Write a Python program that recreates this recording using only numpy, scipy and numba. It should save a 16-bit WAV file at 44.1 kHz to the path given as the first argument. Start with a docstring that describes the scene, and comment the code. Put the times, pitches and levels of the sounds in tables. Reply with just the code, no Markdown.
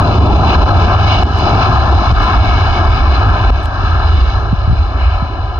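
"""A deep surging jet rumble and roar: an airliner at takeoff thrust rolls away, heard on a hand-held camera.
Shaped noise makes the rumble and fills fixed resonances for the roar; two sagging sines make the fan whine.
A finger works a button three times (noise clicks over damped swings), soft thuds shake the housing
as swings that sag in pitch, and thin high noise rustles behind. A limiter eases the peaks down."""
import sys
import numpy as np
from scipy import signal
from scipy.fft import irfft
from scipy.io import wavfile
from scipy.ndimage import uniform_filter1d, minimum_filter1d
from numba import njit

SR = 44100
rng = np.random.default_rng(int(sys.argv[2]) if len(sys.argv) > 2 else 0)


def dump(signal):
    """Clip the signal to [-1, 1] and save it as 16-bit WAV at the path in sys.argv[1]."""
    limited = np.clip(np.atleast_2d(signal).T, -1, 1)
    pcm = np.round(limited * 32767).astype(np.int16)
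    wavfile.write(sys.argv[1], SR, pcm)


N = 246519
TIME = np.arange(N) / SR  # s
HZ = np.arange(2 ** 17 + 1) * SR / 2 ** 18  # frequency of each spectrum bin


def undb(db):
    """Decibels to gain."""
    return 10 ** (np.asarray(db) / 20)


def unit(x):
    """Scale to rms 1."""
    return x / np.sqrt(np.mean(x ** 2))


def curves(table):
    """Every column of a table after the first, joined by straight lines in time."""
    start_s, *columns = np.transpose(table)
    return [np.interp(TIME, start_s, column) for column in columns]


def opposed(left, right):
    """A value for each microphone, as a column that spreads over time."""
    return np.array([[left], [right]])


def walk(rate):
    """Random levels held 1 / rate s and slewed twice; rms 1."""
    hold = int(SR / rate)
    held = np.repeat(rng.standard_normal(N // hold + 1), hold)[:N]
    return unit(uniform_filter1d(uniform_filter1d(held, hold), hold))


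def noise(shape, lead=0., alike=1.):
    """Noise of a given spectrum at both microphones: the right one leads (rad), and a part is unrelated."""
    on = shape > shape.max() * 1e-5  # skip the silent bins
    re, im = rng.standard_normal((2, 3, len(HZ[on])))
    shared, left, right = re + 1j * im
    share = np.clip(alike, 0, 1)
    turn = np.exp(1j * (lead + 0 * HZ)[on])
    pair = np.zeros((2, len(HZ)), complex)
    pair[0, on] = np.sqrt(share) * shared + np.sqrt(1 - share) * left
    pair[1, on] = np.sqrt(share) * shared * turn + np.sqrt(1 - share) * right
    return unit(irfft(pair * shape)[:, :N])


def ring(s, hz, t60, rise_s, end_hz=None, glide_s=0.0072):
    """A damped swing that starts at s, builds over rise_s and may sag in pitch; peak 1."""
    t = np.clip(TIME - s, 0, 1)
    end_hz = end_hz or hz
    turns = end_hz * t + (hz - end_hz) * glide_s * (1 - np.exp(-t / glide_s))
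    build = 1 - np.exp(-t / rise_s)
    decay = np.exp(-np.log(1000) * t / t60)
    swing = np.sin(2 * np.pi * turns) * build * decay
    return swing / np.abs(swing).max()


def rumble():
    """Large eddies of the jet: a deep band in two parts that surge on their own, almost alike at both sides."""
    # surges of the two parts: start_s [s], deep_db [dB], upper_db [dB]
    surges = [(0.04, -12.5, -9), (0.2, -18, -4.5), (0.34, -3.5, -12), (0.41, -16, -4.5), (0.58, -0.5, -14),
              (0.65, -3.5, -17), (0.71, -14.5, -3.5), (0.91, -10, -14), (0.96, -18, -4.5),
              (1.24, -7.5, -14), (1.31, -26, -14), (1.59, -9, -9.5), (1.65, -14.5, -12.5), (1.7, -20, -8),
              (1.77, -7, -12.5), (1.83, -12.5, -5.5), (1.88, -12, -12.5), (1.96, -4, -6),
              (2.04, -21, -17.5), (2.11, -1.5, -8.5), (2.29, -15, -25), (2.39, -2.5, -8.5),
              (2.44, -11.5, -13), (2.711, -6.5, -15.5), (2.81, -15.5, -12.5), (2.88, -5.5, -12.5),
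              (2.97, -14.5, -10.5), (3.02, -5.5, -22), (3.21, -14, -10.5), (3.27, -8, -13.5),
              (3.33, -6, -21), (3.38, -17, -22), (3.49, -9.5, -10), (3.63, -13, -23), (3.74, -20, -25.5),
              (3.82, -10.5, -16.5), (3.931, -14.5, -11), (4.2, -3.5, -19), (4.38, -13.5, -15),
              (4.57, -13.5, -21.5), (4.68, -18, -16), (4.83, -9, -25), (4.91, -22, -21.0), (5.07, -8, -27),
              (5.23, -18, -21.5), (5.55, -16.5, -21.5)]
    # relative spectrum of the whole band: pitch_hz [Hz], level_db [dB]
    rumble_colour = [(10, -39), (22, -18), (33, -11.5), (40, -5.5), (50, -2.5), (60, 0), (75, 0), (90, -3),
                     (102, -3), (112, -9), (130, -20.5), (150, -32), (200, -70)]
    split_hz, throb_db = 80, 1.27
    pitch_hz, colour_db = np.transpose(rumble_colour)
    shape = undb(np.interp(np.log(HZ + 1), np.log(pitch_hz), colour_db, left=-120, right=-120))
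    upper = 1 / (1 + (split_hz / (HZ + 1)) ** 14)  # share of the power
    span = int(.06 * SR)
    out = 0
    for part, level_db in zip((1 - upper, upper), curves(surges)):
        band = noise(shape * np.sqrt(part), lead=-0.27, alike=0.99)
        # the slow chance swells of so narrow a band are partly evened out
        swell = uniform_filter1d(uniform_filter1d(np.mean(band ** 2, axis=0), span), span)
        evened = unit(band / (swell + .05) ** 0.21)
        out = out + undb(level_db + throb_db * walk(12)) * evened
    return out * undb(opposed(-.4, .4))


def roar():
    """Jet mixing noise fills each resonance; air turbulence makes neighbours swell together and each flicker."""
    # main roar over time: start_s [s], level_db [dB], low_db [dB above the main roar], tilt_db [dB per octave]
    roar_curve = [(0, -12.5, -2, -1.5), (.12, -12.5, 0, -7.5), (.3, -12, -1, -7), (.55, -11, -4, -4.5),
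                  (.85, -12, -1, -1.5), (1.05, -15, -3.5, 1), (1.2, -14, -1.5, -0.5), (1.33, -19, -1, 2.5),
                  (1.47, -12.5, -4.5, -4.5), (1.58, -13.5, -3.5, -3), (1.7, -14.5, -5, 0),
                  (2.05, -14.5, -7, -3), (2.19, -13.5, -8, 3), (2.34, -12.5, -9, 3), (2.42, -16, -7, -2.5),
                  (2.75, -17, -7, 2.5), (3.05, -17, -5, 3), (3.3, -19, -4.5, 2.5), (3.44, -18.5, -6.5, 2.5),
                  (3.54, -20, -8, 3.5), (3.65, -24, -4, 3), (3.95, -21.5, -6, 5.5), (4.2, -23, -2.5, 4),
                  (4.5, -25, -4, 1.5), (4.95, -26.5, -2.5, 1.5), (5.08, -24.5, -5.5, 2.5),
                  (5.3, -26, -5.5, 0.5), (5.59, -27.5, -2.5, 0.5)]
    # hiss over time: start_s [s], level_db [dB]
    hiss_curve = [(0, -28.5), (.15, -27), (.38, -27), (.43, -30), (.49, -21), (.54, -22), (.575, -29.5),
                  (.63, -25), (.83, -27), (.87, -28), (.93, -22.5), (1.03, -28), (1.07, -26), (1.13, -20),
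                  (1.19, -24.5), (1.3, -34), (1.4, -28), (1.59, -28.5), (1.63, -22.5), (1.68, -26),
                  (1.85, -27.5), (1.96, -30), (2.06, -29.5), (2.2, -28.5), (2.42, -26.5), (2.7, -29.5),
                  (3.0, -29), (3.4, -31.5), (3.6, -32.5), (3.7, -37), (4.0, -31.5), (4.22, -29.5),
                  (4.36, -35), (4.44, -38.5), (4.96, -37), (5.01, -31), (5.1, -33.5), (5.3, -40.5),
                  (5.59, -40.5)]
    # resonances on the way in, levels relative within each range:
    # pitch_hz [Hz], width_hz [Hz], left_db [dB], right_db [dB]
    resonances = [(112, 175, -22.3, -23.3), (268, 184, -27.7, -27.0), (376, 117, -30.1, -29.5),
                  (472, 104, -48.0, -35.6), (586, 100, -30.4, -41.0), (745, 230, -19.4, -25.0),
                  (903, 250, -29.3, -27.8), (1029, 96, -26.6, -32.5), (1125, 176, -26.5, -36.1),
                  (1280, 195, -22.4, -26.5), (1528, 124, -35.1, -32.6), (1630, 130, -31.2, -33.2),
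                  (1730, 170, -34.7, -41.9), (1930, 266, -46.8, -50.6), (2222, 111, -37.2, -45.0),
                  (2490, 420, -31.6, -36.9), (2710, 238, -38.1, -36.0), (2932, 234, -36.2, -34.5),
                  (3224, 178, -53.7, -43.9), (3535, 200, -52.8, -36.4), (3903, 323, -49.3, -36.7),
                  (4095, 259, -48.0, -33.2), (4417, 199, -60.2, -50.5), (4562, 155, -61.7, -52.5),
                  (4856, 352, -57.0, -39.4), (5185, 553, -54.1, -43.8), (5457, 333, -55.9, -44.4),
                  (5963, 871, -64.3, -47.8), (6700, 715, -69.2, -57.8), (7200, 641, -86.1, -64.4)]
    # how the right microphone leads in each resonance: lead_rad [rad at the centre], lead_ms [ms across it]
    leads = [(-0.23, 0.15), (-0.13, -0.11), (-0.01, 0.49), (-0.63, 0.23), (-0.04, 0.97), (0.42, 0.73),
             (0.58, -0.74), (0.26, 1.06), (0.91, 1.07), (1.22, -0.38), (1.76, -1.75), (1.24, 0.11),
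             (1.6, 0.75), (-3.06, 1.32), (-1.16, -0.6), (-3.06, -0.81), (2.28, -0.55), (1.09, -1.0),
             (-2.08, -0.96), (-0.0, 0.74), (2.07, -0.28), (1.94, 0.13), (0.18, 0.23), (-2.84, 0.14),
             (0.03, 0.62), (1.09, 0.47), (1.84, 0.41), (-2.7, 0.71), (0.87, 0.19), (2.87, 0.92)]
    # extra swells of five resonances: start_s [s], then a swell_db [dB] for each pitch in swelling_hz
    swelling = [(0, 1.5, 1.5, -7, 1.5, 0.5), (0.499, 3, 0, -3.5, 0, 1), (.9, -2.5, 1, 2, 2, 0.5),
                (1.13, -0.5, -1, -0.5, 0.5, 3), (1.6, -2, -4, -3, -1.5, -2.5), (2.3, 1, -8, 5, 0.5, 0),
                (2.9, 1.5, -5.5, 5.5, 1, 0.5), (3.3, 3.5, 0.5, -0.5, 2, 0), (3.7, 0, -1, -1, -1, -2),
                (4.4, 0.5, 4.5, -2, -2.5, 0), (5.049, 1.5, 3, 1, 3, 1), (5.59, -1.5, 1, -1, -1, 0)]
    # those five resonances: pitch_hz [Hz]
    swelling_hz = (268, 586, 2222, 2490, 2932)
    # what both microphones have in common: pitch_hz [Hz], share [0-1 of the power]
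    common_share = [(1200, .975), (2300, .86), (3000, .96), (4200, .97), (6000, .72)]
    low_hz, hiss_hz = 500, 1900  # low roar up to the first, hiss above the second
    pivots_hz = [300, 900, 3300]  # where the tilts of low roar, main roar and hiss turn
    low_tilt_per_s = 1  # dB per octave: the bottom of the low roar fades first
    hiss_tilt_db, hiss_tilt_per_s = 1.5, -0.44  # dB per octave: the hiss dulls with distance
    swell_tilt = -0.53  # dB per octave for each dB of hiss swell: swells are darker

    main_db, low_db, tilt_db = curves(roar_curve)
    hiss_db = curves(hiss_curve)[0]
    extra_db = dict(zip(swelling_hz, curves(swelling)))
    swell_db = hiss_db - uniform_filter1d(hiss_db, int(.7 * SR))
    levels_db = [main_db + low_db + 1.5 * walk(17), main_db + 1.18 * walk(14), hiss_db + 1.4 * walk(18)]
    low_tilt = low_tilt_per_s * (TIME - 1)
    hiss_tilt = hiss_tilt_db + hiss_tilt_per_s * TIME + swell_tilt * swell_db
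    tilts_db = [low_tilt, tilt_db, hiss_tilt]
    ranges = [0, 0, 0]
    for (hz, width_hz, left_db, right_db), (lead_rad, lead_ms) in zip(resonances, leads):
        group = int(hz > low_hz) + int(hz > hiss_hz)
        shape = 1 / (1 + ((HZ - hz) / width_hz) ** 2) ** 3
        turn = lead_rad + 2 * np.pi * (HZ - hz) * lead_ms / 1000
        flicker_db = 1.0 * walk(8) + 0.53 * walk(1.7)
        own_db = flicker_db + tilts_db[group] * np.log2(hz / pivots_hz[group]) + extra_db.get(hz, 0)
        alike = np.interp(hz, *np.transpose(common_share))
        ranges[group] += noise(shape, turn, alike) * undb(own_db + opposed(left_db, right_db))
    out = 0
    for band, level_db in zip(ranges, levels_db):
        mid_rms = np.sqrt(np.mean(band.mean(axis=0) ** 2))
        out = out + band / mid_rms * undb(level_db)
    return out


def fan():
    """The fan tone and its octave sink as the aircraft gathers speed away, scintillating in the air."""
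    # rms of the tone over time: start_s [s], level_db [dB]
    fan_curve = [(0, -42), (.8, -40.5), (1.8, -24.5), (2.7, -44), (3.4, -28), (3.7, -54.5), (4.6, -46),
                 (5.1, -34), (5.59, -38)]
    fan_hz, sag_hz_per_s = 1051, 8.8
    tone_db = curves(fan_curve)[0] + 0.66 * walk(30)
    octave_db = -48.5 - 3 * TIME + 2.2 * walk(39)
    phase = 2 * np.pi * np.cumsum(fan_hz - sag_hz_per_s * TIME) / SR
    # each side has its own level and phase
    tone = undb(tone_db + opposed(2.5, -2.5)) * np.sin(phase + opposed(0, .3))
    octave = undb(octave_db + opposed(4.5, -2.5)) * np.sin(2 * phase + opposed(0, -2.5))
    return np.sqrt(2) * (tone + octave)


def tick(s, length_s, top_hz):
    """A short burst of noise that rises softly, band-passed from 1500 Hz to top_hz."""
    t = np.arange(1024) / SR
    envelope = t / length_s * np.exp(1 - t / length_s)
    mid, side = envelope * rng.standard_normal((2, len(t)))
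    burst = mid + .3 * side * opposed(1, -1)
    band = signal.butter(2, [1500 / SR * 2, top_hz / SR * 2], "bandpass")
    out, start = np.zeros((2, N)), int(s * SR)
    out[:, start:start + len(t)] = signal.lfilter(*band, burst)
    return out


def button():
    """Each press clicks, knocks the shell and thumps the housing; letting go rattles faintly over brief scrapes."""
    # presses: start_s [s], click_db [dB], thump_db [dB], thump_hz [Hz]
    presses = [(1.233, -25, 9, 65.5), (2.1228, -24, 12, 58), (3.5031, -35, 11.5, 58)]
    # ticks as the button lets go: start_s [s], level_db [dB], clack_db [dB of a duller clack, added to level_db]
    release_ticks = [(1.3768, -43, 4), (1.3834, -46, 4), (1.3885, -40.5, 6), (2.2206, -48, 5),
                     (2.2303, -45, 1), (2.2374, -46, 4), (2.2444, -46, 4), (2.2580, -46, 12),
                     (3.6321, -42, 0), (3.6404, -43, 4), (3.6485, -47, 6), (3.6530, -46, 10),
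                     (3.6578, -44.5, 25.5)]
    out = 0
    for s, click_db, thump_db, thump_hz in presses:
        click = undb(click_db + opposed(4, -4)) * tick(s, 0.00071, top_hz=6000)
        left_knock = ring(s, 770, 0.016, 0.0003)
        right_knock = ring(s - .0006, 400, 0.014, 0.00027)
        knock = undb(-7.0) * np.array([left_knock, right_knock])
        thump = undb(thump_db) * ring(s + 0.002, thump_hz, 0.057, 0.0096)
        out = out + click + knock - thump
    for s, level_db, clack_db in release_ticks:
        pan_db = 3.5 + 1.5 * rng.standard_normal()  # left over right
        gain = undb(level_db + opposed(pan_db, -pan_db) / 2)
        bright = undb(2.5) * tick(s, 0.00072, top_hz=10900)
        scrape = undb(-7.0) * tick(s - .006, 0.0047, top_hz=9000)
        clack = undb(clack_db) * tick(s, 0.00039, top_hz=5470)
        out = out + gain * (bright + scrape + clack)
    return out


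def thuds():
    """Dull bumps on the housing that sag in pitch, a little different at the two microphones."""
    # soft thuds: start_s [s], level_db [dB], start_hz [Hz], t60_s [s]
    bumps = [(4.5271, -0.5, 270, 0.048), (4.676, -1.5, 135, 0.068), (4.696, -4, 113, 0.048),
             (4.711, -3, 110, 0.027), (4.728, 0, 110, 0.036), (5.222, -10.5, 240, 0.046)]
    end_hz, side_db = 74, -5.5
    out = 0
    for s, level_db, start_hz, t60_s in bumps:
        mid = ring(s, start_hz, t60_s, 0.0065, end_hz)
        late = ring(s + .002, start_hz, t60_s, 0.0065, end_hz)
        out = out - undb(level_db) * (mid + undb(side_db) * late * opposed(1, -1))
    return out


def rustle():
    """Thin noise above 9.5 kHz, much alike at both microphones, wavering as it fades."""
    mid, left, right = rng.standard_normal((3, N))
    pair = mid + .3 * np.array([left, right])
    thin = unit(signal.lfilter(*signal.butter(2, 9500 / SR * 2, "highpass"), pair))
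    level_db = -75 - 1.1 * TIME + 1.5 * walk(2) + 1.5 * walk(10)
    return undb(level_db) * thin


def scene():
    """The aircraft, the handling sounds and the rustle."""
    return rumble() + roar() + fan() + button() + thuds() + rustle()


@njit
def recover(gain, step):
    """The gain drops at once and creeps back."""
    out, g = np.empty(len(gain)), 1.
    for i in range(len(gain)):
        g = min(gain[i], g + (1 - g) * step)
        out[i] = g
    return out


def record(dry):
    """A look-ahead limiter on both channels together, slow to let go after an overload; then the top is cut."""
    ceiling, limit_share = .84, .88  # full scale; share of each overshoot in dB that is asked back
    release_s, slow_release_s = 0.0079, 0.042
    overload_db, overshoot = 3.5, 1.74  # need beyond this many dB pulls the gain further down, for longer
    ahead = int(0.0032 * SR)
    peak = np.abs(dry).max(axis=0) + 1e-9
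    need = minimum_filter1d(ceiling / peak, ahead) ** limit_share
    overload = np.minimum(1, need * undb(overload_db)) ** overshoot
    slow = recover(overload, 1 / (slow_release_s * SR))
    fast = recover(np.minimum(1, need / slow), 1 / (release_s * SR))
    gain = uniform_filter1d(slow * fast, ahead)
    top_cut = signal.ellip(8, .2, 70, 15700, fs=SR, output="sos")
    return signal.sosfilt(top_cut, dry * gain)


dry = scene()
out = record(dry)
dump(out)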